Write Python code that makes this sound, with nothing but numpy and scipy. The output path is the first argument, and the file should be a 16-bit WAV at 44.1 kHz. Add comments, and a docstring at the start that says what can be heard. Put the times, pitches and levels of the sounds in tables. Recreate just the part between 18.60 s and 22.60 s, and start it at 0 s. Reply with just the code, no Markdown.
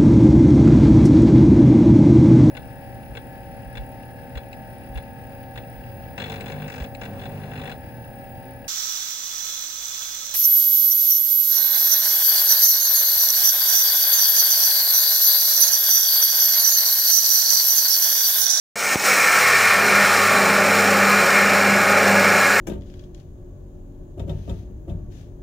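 """Outdoors, close by, an abrasive chop saw bites into a steel bar and slows as it is pressed down.
The grit on the rim drags through the cut, a force that partly repeats on every turn: it rings the
steel, shakes the frame and hisses with the sparks. Brief whines and singing tones come and go.
The labouring motor hums at twice the mains rate; one sharp pop comes just before the wheel bites fully."""
import sys
import numpy as np
from scipy import signal
from scipy.fft import rfft, irfft
from scipy.io import wavfile

SR = 44100
rng = np.random.default_rng(int(sys.argv[2]) if len(sys.argv) > 2 else 0)


def unload_wav(signal):
    """Save mono or channel-first audio to the path in sys.argv[1] as 16-bit WAV at rate SR, clipped to [-1, 1]."""
    wavfile.write(
        sys.argv[1],
        SR,
        np.round(np.clip(np.atleast_2d(signal).T, -1, 1) * 32767).astype(np.int16),
    )


N = 176400

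# period of one turn of the wheel, longer under load: (time [s], period [ms])
TURN_PERIOD = [(.15, 18.8), (.45, 19.5), (.66, 20.6), (.88, 22), (1.19, 26.5), (1.46, 25.9), (1.65, 30.5),
               (1.86, 34.3), (2.22, 38.8), (2.44, 30.8), (2.63, 29.1), (3.03, 39.7), (3.18, 38.9),
               (3.5, 41.3), (3.82, 32.3), (4, 32.8)]


def steel_ring():
    """Forced vibration: the rim drives the resonances of the bar and guard."""
    # envelope of the ringing: (time [s], level [dB])
    envelope = [(0.17, -31), (0.23, -23.5), (0.33, -20), (0.37, -28.5), (0.43, -25), (0.47, -17.5),
                (0.75, -15.5), (1.14, -15.5), (1.18, -18), (1.42, -15.5), (1.68, -17.5), (2.48, -17.5),
                (2.51, -16), (2.65, -17.5), (2.75, -15.5), (3.19, -17.5), (3.29, -16.5), (4.0, -17)]
    # broad response of the steel: (frequency [Hz], relative level [dB])
    spectrum = [(600, -46), (970, -17), (1060, -2.5), (1400, -2), (1570, -2), (2000, -4), (2380, -1),
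                (2650, -10), (3000, -20), (3600, -30.5), (6000, -58)]
    # modes of bar and guard: (frequency [Hz], width [Hz], lift [dB] at each of the four stages)
    modes = [(1280, 150, -2, 0.55, 2.3, 4.2), (1344, 38, 7, 5.9, 4.3, 2), (1446, 55, 5, 2.8, 7.3, 7.7),
             (1674, 50, -1, 4.2, 2.5, 10.7), (1810, 59, 10, 10, 6.3, 6.1), (2160, 33, 8.5, 7, 6.2, 7.7),
             (2280, 71, 7, 2, 1.9, 3.1), (2384, 29, 7, 7.6, 3.8, 6), (2540, 13, 16, 3.3, 4.6, 1),
             (2798, 82, 11, 6.5, 6.9, 8.1)]
    stages_s = (.35, .8, 2.2, 3.6)
    trim_db, flutter_db = 0.44, 0.24
    gain = from_db(trim_db + in_time(envelope) + flutter_db * drift(57))
    ringing = deepening_cut(rim_force(likeness=0.44), stages_s, [spectrum] * len(stages_s), modes)
    return gain * (ringing + wheel_whine() + steel_singing())


def frame_growl():
    """Structure-borne sound: the rim shakes the saw's frame and bench."""
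    # envelope of the growl: (time [s], level [dB])
    envelope = [(0.17, -34), (0.36, -27), (0.38, -34), (0.46, -24.5), (1.12, -27), (1.32, -21),
                (1.69, -24.5), (1.72, -20.5), (2.06, -20.5), (2.57, -20.5), (2.75, -22), (3.41, -19.5),
                (3.47, -17.5), (4.0, -23.5)]
    # response of the frame in a shallow and a deep cut: (frequency [Hz], relative level [dB])
    shallow = [(25, -46), (80, -18), (130, -13.5), (200, -10), (280, -8.5), (335, -10.5), (420, -2),
               (520, 0), (680, -1.5), (800, -0.5), (950, -4), (1200, -19), (2000, -60)]
    deep = [(25, -43), (70, -39), (100, -18), (122, -18.5), (140, -18.5), (163, -9), (200, -3.5),
            (235, -12), (275, -7.5), (325, -18.5), (380, -2.5), (490, -5), (515, -3.5), (550, 0), (615, 0),
            (660, -8), (800, -3), (950, -8.5), (1200, -56), (2000, -62)]
    stages_s, trim_db = (0.66, 1.63), -0.18
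    gain = from_db(trim_db + in_time(envelope))
    return gain * deepening_cut(rim_force(likeness=0.49), stages_s, [shallow, deep])


def spark_hiss():
    """Friction and impact noise: fine grit hisses, chips crackle, and the steel rings briefly after both."""
    # envelope of the hiss: (time [s], level [dB])
    envelope = [(.16, -33), (.18, -28.5), (.34, -23), (.36, -31.5), (.437, -24.5), (.457, -19.5),
                (.52, -22), (.62, -23), (1.1, -23.5), (1.21, -26.5), (1.33, -24.5), (1.55, -24),
                (2.03, -26.5), (2.15, -25), (2.3, -26), (2.7, -25.5), (3.16, -27), (3.84, -25.5),
                (4, -26.5)]
    # colour of the hiss in a shallow and a deep cut: (frequency [Hz], relative level [dB])
    shallow = [(1500, -34), (3000, -5.5), (3500, -7), (4000, -3), (4800, -4), (5550, 3), (6300, -2),
               (7200, -5), (8500, -3.5), (9700, -9), (11900, -12.5), (14000, -9), (15500, -6)]
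    deep = [(1500, -40), (1760, -34), (3000, -6), (3590, -5.5), (4260, -5), (4690, -5.5), (5450, -0.5),
            (6340, -7.5), (6990, -2.5), (8180, -6.5), (8880, -7.5), (9650, -13), (11300, -12), (12400, -14),
            (14500, -9), (15500, -8)]
    # high modes at the cut: (frequency [Hz], width [Hz], lift [dB] at each of the three stages)
    modes = [(4038, 93, 2, 8.5, 8), (4397, 37, 0, 7, 9), (4580, 75, 1, 5.5, 2), (4880, 28, 0, 4, 5),
             (5340, 62, 4, 2, 3), (5920, 380, 1.5, 2.5, 1.5), (6680, 240, 7.5, 2, 1), (6880, 220, 5, 0, 4),
             (7760, 230, 6.5, -3, -2), (9850, 700, 4, 1, 0.5), (10950, 450, 2, 6.5, 0.5),
             (11650, 250, 1, -1, 5.5), (12900, 350, 5, 3.5, 0), (13700, 250, 3, -1, 0),
             (15040, 260, 7, -1, 0)]
    stages_s = (0.42, 1.08, 2.6)
    sparks_per_s, spread_db, crackle_db = 320, 4, -11.5
    tail_t60_s, tail_db = .08, -8
    trim_db, flutter_db = 0.42, 0.75
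    chips = (rng.random(N) < sparks_per_s / SR) * rng.choice([-1, 1], N)
    chips = chips * from_db(spread_db * np.minimum(rng.exponential(1, N), 4))
    force = rim_force(likeness=0.31) + from_db(crackle_db) * rms_one(chips)
    age = np.arange(SR // 4) / SR
    tail = rng.standard_normal(len(age)) * from_db(-60 * age / tail_t60_s)  # dense, lightly damped modes
    force = force + from_db(tail_db) * rms_one(signal.fftconvolve(force, tail)[:N])
    gain = from_db(trim_db + in_time(envelope) + flutter_db * drift(62))
    return gain * deepening_cut(force, stages_s, [shallow, deep, deep], modes)


def steel_singing():
    """Self-excited vibration: the rubbing wheel locks onto a resonance, which swells, wavers and fades."""
    # singing tones: (peak time [s], half length [s], frequency [Hz], level re the ringing [dB])
    tones = [(.73, .06, 1337, -7), (1.37, .1, 1428, -8), (2.83, .15, 2160, -11), (3.1, .2, 1458, -10),
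             (3.52, .13, 1664, -7.5), (3.7, .2, 2153, -11.5), (3.85, .2, 1319, -10.5),
             (3.88, .17, 1674, -8)]
    waver_db, waver_rad = 2.5, .7
    t = np.arange(N) / SR
    out = 0
    for peak_s, half_s, hz, db in tones:
        swell = np.exp(-((t - peak_s) / half_s) ** 2) * from_db(db + waver_db * drift(8))
        out = out + swell * np.sin(2 * np.pi * hz * t + waver_rad * drift(6.5))
    return out


def wheel_whine():
    """Rotational orders: brief tones sink and rise in proportion to the speed of the wheel."""
    # whines: (peak time [s], half length [s], order [cycles per turn], level re the ringing [dB])
    whines = [(.8, .13, 43, -13), (.9, .3, 11.1, -17), (1.56, .13, 33, -8.5), (1.66, .14, 35, -11),
              (1.72, .27, 37.2, -6.5), (2.55, .17, 37.3, -5), (2.56, .13, 31.3, -11), (3.33, .12, 50, -8)]
    waver_db, waver_rad = 1.2, .3
    t = np.arange(N) / SR
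    turns = np.cumsum(1000 / in_time(TURN_PERIOD)) / SR
    out = 0
    for peak_s, half_s, order, db in whines:
        swell = np.exp(-((t - peak_s) / half_s) ** 2) * from_db(db + waver_db * drift(9.6))
        out = out + swell * np.sin(2 * np.pi * order * turns + waver_rad * drift(5.5))
    return out


def motor_hum():
    """Magnetic force pulses at twice the mains rate; the hum and its octave swell as the motor labours."""
    # envelopes of the hum and of its octave: (time [s], level [dB])
    hum = [(.7, -65), (.85, -42.5), (1.5, -38.5), (1.7, -33), (1.76, -41.5), (2.248, -34.5), (2.78, -40),
           (3.1, -36), (3.55, -35.5), (4, -40.5)]
    octave = [(.3, -55), (0.5, -45.5), (1.0, -57), (1.2, -33), (1.44, -28.5), (1.46, -36), (1.67, -48),
              (1.78, -25), (1.83, -33.5), (2.58, -25), (2.66, -36), (2.81, -28), (3.01, -29), (3.14, -23),
              (3.23, -34), (3.52, -23.5), (4.0, -37.5)]
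    hum_hz, waver_db, waver_rad = 100, 1.0, 0.13
    phase = 2 * np.pi * hum_hz * np.arange(N) / SR
    out = 0
    for harmonic, trim_db, envelope in ((1, 1.5, hum), (2, 3.5, octave)):
        gain = from_db(trim_db + in_time(envelope) + waver_db * drift(2.6))
        out = out + gain * np.sin(harmonic * phase + waver_rad * drift(7.6))
    return out


def pop():
    """Impulse: a one-sided pulse makes a dry snap, perhaps a chip hitting the microphone."""
    onset_s, decay_s, band_hz = .3574, 0.0005, [90, 3500]
    age = np.arange(N) / SR - onset_s
    pulse = .85 * (age >= 0) * np.exp(-np.abs(age) / decay_s) + 1e-18
    return signal.sosfilt(signal.butter(2, band_hz, "band", fs=SR, output="sos"), pulse)


def rim_force(likeness, grains=1800):
    """Quasi-periodic excitation: grit passes the cut; each turn wears some away and bares new grains."""
    spread_db = 3.0
    turn_s = in_time(TURN_PERIOD) / 1000
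    turns = np.cumsum(1 / turn_s) / SR
    shape = (int(turns[-1]) + 20, grains)  # one row a turn
    fresh = rng.standard_normal(shape) * from_db(spread_db * rng.standard_normal(shape))
    # likeness is the correlation of the grit from one turn to the next
    grit = signal.lfilter([1], [1, -likeness], fresh, axis=0)[10:].ravel()
    passed = np.interp(turns * grains, np.arange(grit.size), np.cumsum(grit))
    grit_per_sample = np.diff(passed, prepend=passed[0])
    return rms_one(grit_per_sample * np.sqrt(turn_s))


def deepening_cut(force, stages_s, spectra, modes=()):
    """Time-varying response: each stage fades into the next as the wheel sinks into the bar."""
    out = 0
    for k, spectrum in enumerate(spectra):
        share = np.interp(np.arange(N) / SR, stages_s, np.eye(len(spectra))[k])
        stage_modes = [(hz, width, lifts[k]) for hz, width, *lifts in modes]
        out = out + share * resonant_body(force, spectrum, stage_modes)
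    return out


def resonant_body(force, spectrum, modes):
    """Linear filtering: a broad response with resonance peaks colours the force; unit power out."""
    hz = np.maximum(np.arange(N // 2 + 1) * SR / N, 1)
    points = np.array(spectrum)
    db = np.interp(np.log(hz), np.log(points[:, 0]), points[:, 1])
    for centre, width, lift in modes:
        db = db + lift / (1 + (2 * (hz - centre) / width) ** 2)
    return rms_one(irfft(rfft(force) * from_db(db), N))


def drift(rate_hz):
    """Random modulation: low-passed noise wanders with a spread of about 1."""
    hop = 40  # samples per noise value
    pole = np.exp(-2 * np.pi * hop * rate_hz / SR)
    noise = rng.standard_normal(N // hop + 2002)
    slow = signal.lfilter([1], [1, -2 * pole, pole * pole], noise)[2000:]
    return np.interp(np.arange(N) / hop, np.arange(len(slow)), rms_one(slow))


def in_time(rows):
    """Linear interpolation: a curve's value at every sample."""
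    return np.interp(np.arange(N) / SR, *np.transpose(rows))


def from_db(db):
    """Decibel law: level to amplitude ratio."""
    return 10 ** (np.asarray(db) / 20)


def rms_one(x):
    """Normalisation to unit power."""
    return x / np.sqrt(np.mean(x ** 2) + 1e-20)


def scene():
    """Superposition: the saw's sounds start abruptly together and add up in the centre."""
    touch_s, rise_s = 0.1554, 0.003
    onset = np.clip((np.arange(N) / SR - touch_s) / rise_s, 0, 1)
    saw = onset * (frame_growl() + steel_ring() + spark_hiss() + motor_hum()) + pop()
    return np.stack([saw, saw])


def record(dry):
    """Band limiting and saturation: the microphone loses deep bass, peaks are rounded, the top is cut."""
    low_hz, top_hz, ceiling = 42, 15550, 1.2
    heard = signal.sosfilt(signal.butter(2, low_hz, "high", fs=SR, output="sos"), dry)
    rounded = ceiling * np.tanh(heard / ceiling)
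    return signal.sosfilt(signal.ellip(12, .1, 80, top_hz, fs=SR, output="sos"), rounded)


dry = scene()
out = record(dry)
unload_wav(out)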